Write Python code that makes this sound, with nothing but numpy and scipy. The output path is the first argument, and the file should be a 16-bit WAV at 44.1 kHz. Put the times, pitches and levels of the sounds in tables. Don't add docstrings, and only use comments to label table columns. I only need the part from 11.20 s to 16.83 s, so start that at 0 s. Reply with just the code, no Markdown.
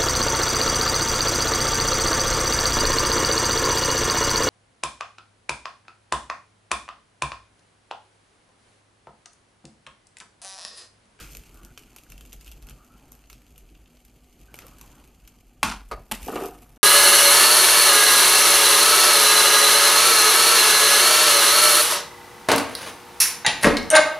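import sys
import numpy as np
from scipy import signal
from scipy.io import wavfile
from scipy.ndimage import uniform_filter1d

SR = 44100
rng = np.random.default_rng(int(sys.argv[2]) if len(sys.argv) > 2 else 0)


def nominal_scale(level):
    x = np.asarray(level, float) / 20
    return 10 ** x


def generate_wav(signal):
    frames = np.transpose(np.atleast_2d(signal))
    scaled = np.clip(frames, -1, 1) * 32767
    pcm = np.round(scaled).astype(np.int16)
    wavfile.write(sys.argv[1], SR, pcm)


N = 248283
OPEN_S = 4.43


def evened(x):
    return x / np.sqrt(np.mean(x ** 2) + 1e-20)


def curve(points):
    return np.interp(np.arange(N) / SR, *np.transpose(points))


def read(points, hz):
    f, value = np.transpose(points)
    return np.interp(np.log(hz + 1), np.log(f + 1), value)


def coloured(x, points):
    level_db = read(points, abs(np.fft.fftfreq(4096, 1 / SR)))
    log_gain = np.log(nominal_scale(np.maximum(level_db, -70)))
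    taps = np.fft.ifft(np.exp(np.conj(signal.hilbert(log_gain)))).real[:2048]
    return signal.oaconvolve(x, taps / np.linalg.norm(taps))[:len(x)]


def resonate(x, hz, width):
    turn = np.exp(2j * np.pi * np.cumsum(hz * np.ones(len(x))) / SR)
    r = np.exp(-np.pi * width / SR)
    return 2 * (turn * signal.lfilter([1 - r], [1, -r], x / turn)).real


def ring(x, modes, rise=1e-4):
    t = np.arange(SR // 2) / SR
    response = sum(nominal_scale(db - 60 * t / t60) * np.sin(2 * np.pi * hz * t) for hz, db, t60 in modes)
    return signal.oaconvolve(x, response * np.minimum(t / rise, 1))[:len(x)]


def add(mix, s, sound):
    part = mix[round(s * SR):][:len(sound)]
    part += sound[:len(part)]


def patchy(points, patch_db, flicker_db, size):
    frames = 4 * N // size + 5
    a, b, patches = rng.standard_normal((frames, size // 2 + 1, 3)).T
    patches = evened(uniform_filter1d(uniform_filter1d(patches, 4, 0), 8, 1))
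    flicker = evened(uniform_filter1d(rng.standard_normal(frames), 3))
    usual_db = read(points, np.fft.rfftfreq(size, 1 / SR))[:, None]
    field = (a + 1j * b) * nominal_scale(usual_db + patch_db * patches + flicker_db * flicker)
    return evened(signal.istft(field, nperseg=size, noverlap=3 * size // 4)[1][:N])


# pitch_hz, density_db (per Hz)
EARLIER_SPECTRUM = [(500, -25), (1000, -18), (1400, 3), (1850, -10), (2600, 0), (3700, -9), (6500, -7),
                    (10500, -13), (12500, -9), (14400, -13)]


def earlier():
    t = np.arange(N) / SR
    fall_db_per_s = 150
    return nominal_scale(-42 - fall_db_per_s * t) * patchy(EARLIER_SPECTRUM, 1.2, .8, size=256)


# start_s, length_s, level_db
PAN_ROCKING = [(0, 0.19, -45), (0.297, 0.18, -53.5), (0.9, 0.67, -48.5), (1.702, 0.28, -64),
               (2.105, 0.084, -53.5), (2.37, 0.28, -55.5), (2.702, 0.46, -66), (3.2, 0.061, -55),
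               (3.556, 0.27, -56), (4.441, 0.13, -38.5), (4.601, 0.084, -44), (4.721, 0.031, -37.5),
               (4.78, 0.12, -50), (4.925, 0.11, -40.5), (5.03, .55, -53.5)]
ROCK_REST_DB, ROCK_RISE_S, ROCK_FALL_S = -59, 0.017, 0.025


def rocking():
    t = np.arange(N) / SR
    power = nominal_scale(ROCK_REST_DB) ** 2
    for s, length, db in PAN_ROCKING:
        rise = 1 + (t - s) / ROCK_RISE_S
        fall = 1 - (t - s - length) / ROCK_FALL_S
        swell = np.clip(np.minimum(rise, fall), 0, 1)
        power = power + (nominal_scale(db) * swell) ** 2
    return np.sqrt(power)


# pitch_hz, width_hz, level_db
FAN_TONES = [(245.5, 5.8, -68), (298, 11, -74.5), (731, 76, -75)]


def stove():
    pitch_drift, level_drift = evened(signal.resample(rng.standard_normal((2, 160)), N, axis=1))
    phase = 2 * np.pi * np.cumsum(48 + 4.6 * pitch_drift) / SR
    rumble = np.sin(phase) * nominal_scale(3.6 * level_drift)
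    tones = sum(nominal_scale(db) * evened(resonate(rng.standard_normal(N), hz, width)) for hz, width, db in FAN_TONES)
    return rocking() * evened(rumble) + tones


# start_s, end_s, start_pitch_hz, end_pitch_hz, level_db
RIM_SQUEAKS = [
    (0, 0.087, 1415, 1350, -61),
    (.33, 0.443, 1210, 1160, -64),
    (0.32, 0.554, 1390, 1450, -65),
    (1.538, 1.805, 1160, 1420, -64.5),
    (1.79, 1.89, 840, 830, -67.5),
    (3.273, 3.34, 1500, 1640, -65),
    (3.418, 3.465, 1350, 1340, -65),
    (3.42, 3.482, 500, 490, -58),
    (3.607, 3.673, 1080, 1050, -61.5),
]


def squeaks():
    out = np.zeros(N)
    draws = rng.standard_normal((len(RIM_SQUEAKS), SR // 2))
    for draw, (s, until, hz, end_hz, db) in zip(draws, RIM_SQUEAKS):
        n = round((until - s) * SR)
        glide = np.linspace(hz, end_hz, n)
        breath = evened(resonate(resonate(draw[:n], glide, 110), glide, 200))
        add(out, max(s, 0), nominal_scale(db) * breath * signal.windows.tukey(n, .4))
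    return out


# pitch_hz, density_db (per Hz)
STIR_SPECTRUM = [(15, -37.5), (25, 0), (70, 0), (97, -8.5), (130, -0.5), (161, -5), (190, -6), (240, -5.5),
                 (410, -10), (700, -19.5), (910, -38), (1500, -99)]
# pitch_hz, density_db (per Hz)
RUB_SPECTRUM = [(350, -47), (600, -6.5), (866, -2), (996, -6.5), (1110, -5.5), (1210, -2.5), (1900, -12.5),
                (2470, -60), (4180, -120)]
# time_s, drag_db (above rest)
SHELL_DRAG = [(0, 17), (.08, 10), (.23, 5), (.46, 10.5), (.56, 5.5), (.8, 6), (1.29, 3), (1.51, 7),
              (1.94, 5.5), (2.06, 2), (3.13, -1), (3.3, 5), (3.42, 18), (3.6, 8.5), (3.8, 11), (3.93, 2.5),
              (4.42, -2)]
# time_s, slump_db (above rest)
HEAP_SLUMP = [
    (4.43, -6),
    (4.53, 14),
    (4.69, -2),
    (4.72, 18),
    (4.89, 3),
    (5.03, 18),
    (5.3, 16.5),
    (5.5, 2),
    (5.575, 8.5),
]


def heap():
    stir = patchy(STIR_SPECTRUM, 1.36, 2.15, size=1024)
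    rub = patchy(RUB_SPECTRUM, 2.5, 0.44, size=1024)
    shut = np.arange(N) / SR < OPEN_S
    drag, slump = curve(SHELL_DRAG), curve(HEAP_SLUMP)
    rock_db = 20 * np.log10(rocking()) - ROCK_REST_DB
    stir_db = -61 + np.where(shut, 0.49 * drag + 0.29 * rock_db, 0.62 * slump)
    rub_db = -73 + np.where(shut, drag, 0.95 * slump)
    return nominal_scale(stir_db) * stir + nominal_scale(rub_db) * rub


def spits(per_s, spread_db):
    draw = rng.random((N, 3))
    present = draw[:, 0] < per_s / SR
    return present * np.sign(draw[:, 1] - .5) * nominal_scale(-spread_db * np.log(draw[:, 2] + 0.0073))


# pitch_hz, density_db (per Hz)
SHUT_FIZZ = [(1060, -27), (1800, -12), (2300, -2), (3150, -3.5), (3600, -11), (4570, -7), (5580, -13),
             (6410, -6.5), (8250, -11), (9730, -9.5), (10600, -14), (12000, -8), (14400, -14.5)]
# pitch_hz, density_db (per Hz)
TORN_FIZZ = [(900, -33), (1600, -8), (2600, 1), (3600, -7.5), (5200, -7.5), (6400, -7), (8000, -8.5),
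             (9500, -5), (10600, -8), (12000, -4), (14400, -6)]
# time_s, level_db
FIZZ_LEVEL = [(0, -58), (.1, -56), (.18, -58.5), (.5, -66.5), (.9, -63.5), (1.6, -66), (2.9, -68.5),
              (3.34, -65.5), (3.42, -60), (3.8, -63.5), (3.93, -67), (4.42, -70), (4.44, -67), (4.97, -64),
              (5.03, -45), (5.27, -46), (5.31, -55.5), (5.55, -65)]


def oil():
    smear = nominal_scale(-60 * np.arange(600) / SR / 0.012)
    clicks = signal.oaconvolve(abs(spits(400, 3.3)), smear)[:N] * rng.standard_normal(N)
    shut = 0.9 * patchy(SHUT_FIZZ, 1.3, 1.4, size=256) + 0.85 * evened(coloured(clicks, SHUT_FIZZ))
    torn = 0.82 * patchy(TORN_FIZZ, 2.7, 2.0, size=256) + 0.77 * evened(coloured(clicks, TORN_FIZZ))
    return nominal_scale(curve(FIZZ_LEVEL)) * np.where(np.arange(N) / SR < OPEN_S, shut, torn)


def tear(draw, rise, length, spread_db):
    t = np.arange(len(draw)) / SR
    clicks = np.sign(draw[:, 0] - .5) * nominal_scale(-spread_db * np.log(draw[:, 1] + 0.015))
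    return clicks * np.minimum(t / rise, 1) * nominal_scale(-20 * np.maximum(t - rise, 0) / length)


# pitch_hz, density_db (per Hz)
CRACK_SPECTRUM = [(150, -44), (400, -16), (900, -21.5), (1400, -7), (1800, -17.5), (2700, -8), (4100, -12),
                  (6370, -10), (8100, -13.5), (9570, -12), (10400, -18), (11800, -7.5), (12600, -12.5),
                  (14600, -15.5)]


def crackle(draw, db, treble_db, length=None, spray_db=-6.0):
    wall_hz = np.interp(draw[-1, 0], (0, 1), (2100, 3130))
    length = length or np.interp(draw[-1, 1], (0, 1), (0.0028, 0.0077))
    snap = 3.25 * tear(draw, .0001, 0.00051, 3.25)
    body = tear(draw, 0.00033, length, 6.53)
    spray = nominal_scale(spray_db) * tear(draw[::-1], 0.0037, 0.042, 3.0)
    x = coloured(snap + body + spray, CRACK_SPECTRUM)
    top = x - uniform_filter1d(x, size=5)
    wall_db = 5.5 - 0.4 * treble_db
    x = x + (nominal_scale(treble_db) - 1) * top + nominal_scale(wall_db) * resonate(x, wall_hz, 520)
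    return nominal_scale(db) * x / abs(x).max()


# start_s, peak_db, treble_db, some with length_s, spray_db
SHELL_CRACKLES = [(.151, -26, 4.5), (0.1705, -25, 11, .002, -12), (.196, -41, -5), (0.237, -41, 0),
                  (.344, -41, 20), (0.3745, -42, 4), (0.4333, -40.5, 3.5), (0.4497, -32, 18, .002, -12),
                  (0.5763, -29.5, -10, .004, -11), (0.7629, -28.5, 7), (.836, -41, 8), (0.9016, -33.5, 4.5),
                  (0.92, -33, 0.5), (0.9799, -35, 1), (1.0098, -33, 4), (1.052, -41, -2), (1.13, -25.5, 9),
                  (1.211, -34, 2), (1.2464, -40, 4), (1.2714, -36.5, 2), (1.3162, -32.5, 16),
                  (1.4255, -38.5, -2), (1.47, -35, 7), (1.488, -34, -1.5)]
# start_s, peak_db, treble_db, some with length_s, spray_db
LIFTING_CRACKLES = [(1.6472, -43, 7), (1.92, -30.5, 22), (2.1003, -34.5, 2), (2.13, -33, -1),
                    (2.266, -43.5, 1), (2.36, -44.5, 1), (2.3796, -36.5, 8), (2.5505, -49, -21),
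                    (2.6588, -49, -23), (2.851, -42, 5), (2.882, -48.5, -1), (3.203, -46.5, 3),
                    (3.3425, -28, -1, .006, -8), (3.3895, -27, 0, .004, -9), (3.4215, -41, -8),
                    (3.4675, -33, 6, .002, -13), (3.585, -39, 8), (3.613, -29, 4.5), (4.051, -48, -5),
                    (4.0768, -31.5, 4)]
# start_s, peak_db, treble_db
FURTHER_CRACKLES = [(.056, -42, -6), (2.771, -45.5, -3), (2.04, -48.5, -12), (.133, -36, 8), (0.581, -35.5, 16),
                    (0.5937, -36, 18), (0.635, -41, -2), (.785, -36, 2), (1.123, -40, -3), (1.137, -38, 1),
                    (1.262, -38.5, 0), (1.279, -35, 2), (1.321, -37, -4), (1.497, -30.5, 11),
                    (1.509, -38.5, -5), (1.929, -40, 7), (3.3565, -33, 8), (3.4825, -37, 4), (2.491, -51, -18)]
# start_s, peak_db, treble_db, length_s, some with spray_db
OPEN_CRACKLES = [
    (4.688, -45, 12, 0.0068),
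    (4.89, -55, 7, .004),
    (4.95, -24, 7, 0.0087),
    (5.079, -26, 34, 0.002, -12),
    (5.157, -24, -3, 0.022),
    (5.206, -29.5, -1, .01),
    (5.259, -24, 14, 0.003, -10),
    (5.422, -38, 7.5, 0.014),
    (5.561, -44.5, 4, 0.017),
]
# start_s, peak_db, treble_db
FLAKE_TICKS = [(0.1108, -36, 19), (0.1194, -35, 15), (0.373, -47, 6.5), (0.624, -41, 6), (0.6639, -54, 4.5),
               (1.0613, -38, 6), (1.0954, -48, 9), (1.1643, -40, 8), (1.2926, -42, 6), (1.4205, -44, 6),
               (1.433, -40, 3), (1.5714, -58, 6), (1.6655, -46, 6), (1.7215, -50, 6), (1.7913, -54, -1),
               (1.9517, -43, 6), (2.3087, -50, 4), (2.7516, -47, 0), (2.9587, -54, 3), (3.0225, -58, 4),
               (3.1273, -43, 3), (3.2146, -43, 4), (3.257, -48, 11), (3.5184, -51, 10), (3.661, -44, 11),
               (3.717, -45, 6), (3.7554, -45, 9), (3.845, -45, 6), (3.8762, -44, 2), (4.143, -56, 4),
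               (4.2702, -52, 6)]


def crackles():
    ticks = [(s, db - 0.5, treble_db, 0.0033) for s, db, treble_db in FLAKE_TICKS]
    rows = SHELL_CRACKLES + LIFTING_CRACKLES + FURTHER_CRACKLES + OPEN_CRACKLES + ticks
    out = np.zeros(N)
    for draw, (s, *how) in zip(rng.random((len(rows), 4000, 2)), rows):
        add(out, s - .0005, crackle(draw, *how))
    return out


# start_s, peak_db, treble_db
FAT_SPECKS = [(.0987, -40, 8), (.1235, -40, 12), (.158, -41, 16), (.1755, -36, 10), (.268, -46, 4),
              (.278, -47, -4), (.3007, -46, 6), (3.3665, -38, 18), (3.3775, -39, 10), (3.4085, -40, 18),
              (3.46, -42, 14), (3.4915, -44, 16), (.4625, -42, 12), (5.062, -30, 26), (5.0665, -29, 14),
              (5.096, -29, 24), (5.126, -33, 18), (5.225, -31, 26), (5.237, -29, 16), (5.245, -30, 20),
              (5.254, -31, 24), (5.266, -30, 26), (5.286, -32, 12), (5.31, -38, 20), (5.344, -40, 4)]


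def specks():
    out = np.zeros(N)
    for draw, (s, db, treble_db) in zip(rng.random((len(FAT_SPECKS), 4000, 2)), FAT_SPECKS):
        add(out, s - .0005, crackle(draw, db, treble_db, length=.0015, spray_db=-18))
    return out


# start_s, peak_db, pitch_hz
SHELL_KNOCKS = [(0.153, -44.5, 479), (0.576, -43, 1390), (0.764, -42, 466), (0.839, -56, 452),
                (0.865, -49.5, 1490), (0.92, -44.5, 1410), (1.011, -54, 452), (1.051, -58, 724),
                (1.132, -49, 468), (1.318, -49, 673), (1.432, -57, 740), (1.507, -51, 1500),
                (1.795, -59, 840), (1.92, -46, 826), (2.101, -52, 1380), (2.128, -48, 570),
                (2.769, -57, 589), (3.342, -34.5, 590), (3.388, -42.5, 1240), (3.584, -47, 452),
                (3.612, -45, 1060), (4.077, -57, 1190)]


def knocks():
    out = np.zeros(N)
    width_hz = 580
    for draw, (s, db, hz) in zip(rng.random((len(SHELL_KNOCKS), 2000, 2)), SHELL_KNOCKS):
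        blow = tear(draw, 0.00047, 0.0064, 5.8)
        x = resonate(resonate(blow, hz, width_hz), hz, 1.6 * width_hz)
        add(out, s - .0005, nominal_scale(db - 2.5) * x / abs(x).max())
    return out


# start_s, peak_db, colour (row of HULL_COLOURS), rise_s, length_s
HULL_TEARS = [(4.4296, -4, 0, 0.00076, 0.0044), (4.4338, -8, 3, 0.00047, 0.004),
              (4.7115, -21.5, 1, 0.0032, 0.011), (4.717, -18, 1, .0025, 0.0077),
              (4.7284, -27.5, 1, 0.00087, 0.002), (4.735, -31, 1, .002, 0.0093),
              (4.747, -35, 4, 0.0011, 0.0068), (4.444, -22, 3, .004, 0.0053), (4.772, -42, 4, 0.005, .02),
              (4.9222, -14, 2, 0.00032, .0015), (4.9132, -14, 2, 0.00097, 0.011),
              (4.918, -14, 2, 0.00093, 0.0062)]
# pitch_hz, density_db (per Hz)
HULL_COLOURS = [
    [(35, -40.5), (60, -5.5), (285, -4), (550, -13), (780, 0), (1100, 5), (1400, 7), (1700, -6.5),
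     (2760, 4.5), (3900, -4.5), (4270, -6), (4680, -4), (9530, -12), (14400, -14.5)],
    [(35, -48), (60, -24), (500, 0), (750, 3), (984, 1), (1240, 5), (1870, -14.5), (2250, -9.5),
     (3560, -26), (4680, -13), (5500, -26), (12500, -26.5), (14400, -47)],
    [(35, -41.5), (60, -12), (240, -1), (400, -10.5), (878, 1.5), (1790, -9.5), (2960, 0), (3810, -10),
     (4170, -11.5), (8000, -13), (9900, -6), (14400, -12)],
    [(35, -41), (60, -12), (400, -10), (900, -2), (1400, 1), (1900, -8), (2700, 0), (4200, -9), (9500, -12),
     (14400, -20)],
    [(35, -45), (200, -14), (450, -2), (800, 2), (1300, -3), (2000, -16), (4000, -32), (14400, -50)],
]
# pitch_hz, level_db, t60_s
PAN_MODES = [(883, -60, .3), (1290, -52, .2), (1425, -51, .25), (2433, -55, .25), (335, -51.5, 0.13),
             (1130, -53.5, 0.24), (2630, -53, 0.17), (2670, -39, .025)]
# pitch_hz, level_db, t60_s
BOOM_MODES = [(48, -40.5, .5), (125, -42, .2), (194, -33.5, 0.33), (231, -37, 0.4)]
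# pitch_hz, level_db, t60_s
SHELL_MODES = [(460, -48, .06), (623, -42, .04), (765, -35, .045), (1240, -36.5, .06), (4700, -51, .03)]


def bursts():
    out = np.zeros(N)
    for draw, (s, db, colour, rise, length) in zip(rng.random((len(HULL_TEARS), 4000, 2)), HULL_TEARS):
        x = coloured(tear(draw, rise, length, 4.45), HULL_COLOURS[round(colour)])
        add(out, s, nominal_scale(db) * x / abs(x).max())
    t = np.arange(N) / SR
    on_floor = out * (t < 4.61)
    buried = out * (t > 4.7) * (t < 4.8)
    return out + ring(on_floor, PAN_MODES) + ring(on_floor, BOOM_MODES, rise=.018) + ring(buried, SHELL_MODES)


# start_s, level_db, hold_s, fall_s (for 20 dB)
FLAKE_SCATTER = [
    (4.434, -25.5, 0.09, 0.14),
    (4.721, -34, 0.016, 0.12),
    (4.921, -32, 0.031, 4),
]
# pitch_hz, density_db (per Hz)
SCATTER_COLOURS = [
    [(35, -15.5), (60, -1.5), (128, -11.5), (212, 2.5), (292, -7), (555, -19), (858, -4.5), (1100, -5),
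     (1400, -5), (1790, -13.5), (2500, -11), (3300, -14), (6000, -17.5), (8400, -25), (9600, -20),
     (11000, -30), (14400, -35)],
    [(35, -19), (60, -5), (400, -17), (750, -3), (1240, -7), (1590, -9), (2200, -11), (2460, -25),
     (4580, -24), (14400, -50)],
    [(35, -28), (80, -26), (140, -14), (215, 4), (320, -12), (518, -16.5), (1130, -10), (1490, -17),
     (2520, -13), (5370, -23), (14400, -28.5)],
]


def scatter():
    out, t = np.zeros(N), np.arange(SR // 2) / SR
    draws = rng.standard_normal((len(FLAKE_SCATTER), 2, len(t)))
    for draw, colour, (s, db, hold, fall) in zip(draws, SCATTER_COLOURS, FLAKE_SCATTER):
        grains = draw[0] * nominal_scale(2.5 * evened(uniform_filter1d(draw[1], size=90)))
        sag_db = 7.6 * t / hold + 20 * np.maximum(t - hold, 0) / fall
        x = evened(coloured(grains, colour))
        top = x - uniform_filter1d(x, size=5)
        x = x + (nominal_scale(3.5 - 40 * t) - 1) * top
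        add(out, s, nominal_scale(db - sag_db) * np.minimum(t / 0.0035, 1) * x)
    return out


# start_s, peak_db, hardness_db, pitch_hz (favoured by the spot)
TRAY_LANDINGS = [(5.1715, -24, 8, 1480), (5.068, -28, -16, 436), (5.083, -19.5, 5, 800),
                 (5.092, -23.5, -6, 480), (5.102, -28, 0, 1150), (5.122, -22.5, -5, 290),
                 (5.134, -22, -1, 400), (5.128, -30, 2, 1230), (5.146, -26, -5, 302),
                 (5.1575, -18.5, 5, 480), (5.164, -22, 6, 1200), (5.18, -28, 0, 730), (5.19, -33, -3, 290),
                 (5.2, -26.5, 1.5, 1150), (5.21, -26, -2, 730), (5.22, -21, 2, 395), (5.238, -26, 4, 1230),
                 (5.247, -25, 5, 470), (5.262, -26, -3, 398), (5.287, -32, 0, 474), (5.315, -35.5, 0, 730),
                 (5.349, -40, -1, 730), (5.374, -44, -3, 394), (5.423, -45, 1, 390), (5.46, -51, -0.5, 730),
                 (5.5, -55, -3, 730), (5.569, -44, -0.5, 393)]
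# pitch_hz, level_db, t60_s
TRAY_MODES = [(260, 0.5, 0.1), (285.6, -2, 0.2), (320, -4.5, 0.088), (392, 0.5, 0.12), (417, -4.5, 0.11),
              (461.4, -1, 0.21), (491, -2.5, 0.12), (560, -6.5, 0.077), (729, -1.5, 0.45), (740, -2, 0.14),
              (814, -5, 0.12), (970, -9, 0.11), (1160, -3.5, 0.1), (1242, -3, 0.18), (1480, -8, 0.11),
              (1830, -6, 0.074), (2270, -15, .05)]
# pitch_hz, density_db (per Hz)
THUD_SPECTRUM = [(88, -36), (150, -11.5), (401, 2), (554, -13), (721, -6), (872, -12), (1200, -8),
                 (1640, -17.5), (2100, -25), (2750, -17), (3400, -28), (5000, -39), (6500, -68),
                 (11000, -120)]


def tray():
    out, t = np.zeros(N), np.arange(SR // 4) / SR
    hz, mode_db, t60 = np.transpose(TRAY_MODES)[:, :, None]
    spots = rng.standard_normal((len(TRAY_LANDINGS), len(TRAY_MODES), 1))
    draws = rng.random((len(TRAY_LANDINGS), len(t), 2))
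    for spot, draw, (s, db, hard_db, spot_hz) in zip(spots, draws, TRAY_LANDINGS):
        weight_db = mode_db + 2.9 * np.minimum(abs(spot), 2)
        hard_tilt_db = 0.3 * hard_db * np.log2(hz / 400)
        off_spot_db = 8.5 * abs(np.log2(hz / spot_hz))
        gain = np.sign(spot) * nominal_scale(weight_db + hard_tilt_db - off_spot_db - 60 * t / t60)
        flexed_hz = hz * (1 + 0.011 * spot)
        modes = (gain * np.sin(2 * np.pi * flexed_hz * t)).sum(0)
        modes = modes * (0.85 + nominal_scale(-60 * t / 0.13))
        thud = coloured(tear(draw, 0.00062, 0.018, 4.2), THUD_SPECTRUM)
        x = modes / abs(modes).max() + 0.75 * nominal_scale(hard_db) * thud / abs(thud).max()
        add(out, s, nominal_scale(db) * x / abs(x).max())
    return signal.lfilter(*signal.butter(2, 170, "high", fs=SR), out)


def kitchen(x):
    t = np.arange(SR // 2) / SR
    tail = uniform_filter1d(rng.standard_normal(len(t)), size=2)
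    tail = tail * nominal_scale(-60 * t / 0.35) * np.minimum(t / 0.0042, 1)
    return signal.oaconvolve(x, tail / np.linalg.norm(tail))[:N]


def scene():
    hits = nominal_scale(1.0) * crackles() + knocks() + bursts() + tray()
    room = nominal_scale(-14.0) * kitchen(hits)
    beds = earlier() + stove() + squeaks() + heap() + oil() + specks() + scatter()
    return np.tile(hits + room + beds, (2, 1))


def roll_off(x):
    return signal.sosfilt(signal.butter(12, 15550, fs=SR, output="sos"), x)


def record(dry):
    mid = signal.oaconvolve(dry[0], signal.firwin(511, 14240, window=("kaiser", 9), fs=SR), "same")
    hz, t, z = signal.stft(mid, SR, nperseg=2048)
    band = (9 * np.log(1 + hz / 1000)).astype(int)
    chance = uniform_filter1d(rng.standard_normal((band.max() + 1, len(t))), size=2, axis=1)[band]
    often = np.interp(hz, [3700, 4200, 5700, 8300, 11000, 12500, 13800, 14200],
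                      [-6, -1.6, .2, .7, .6, .6, .1, -3])
    power = (abs(z[hz > 4000]) ** 2).sum(0)
    steady = power < 30 * np.roll(power, 1)
    swapped = (chance < often[:, None]) * steady
    random_phase = np.exp(2j * np.pi * rng.random(z.shape))
    unlike = uniform_filter1d(abs(z), size=9, axis=0) * swapped * random_phase
    side = nominal_scale(-.5) * signal.istft(unlike, SR, nperseg=2048)[1][:N]
    stop = np.clip((5.578 - np.arange(N) / SR) / 0.0031, 0, 1)
    return roll_off(np.array([mid + side, mid - side]) * stop)


dry = scene()
out = record(dry)
generate_wav(out)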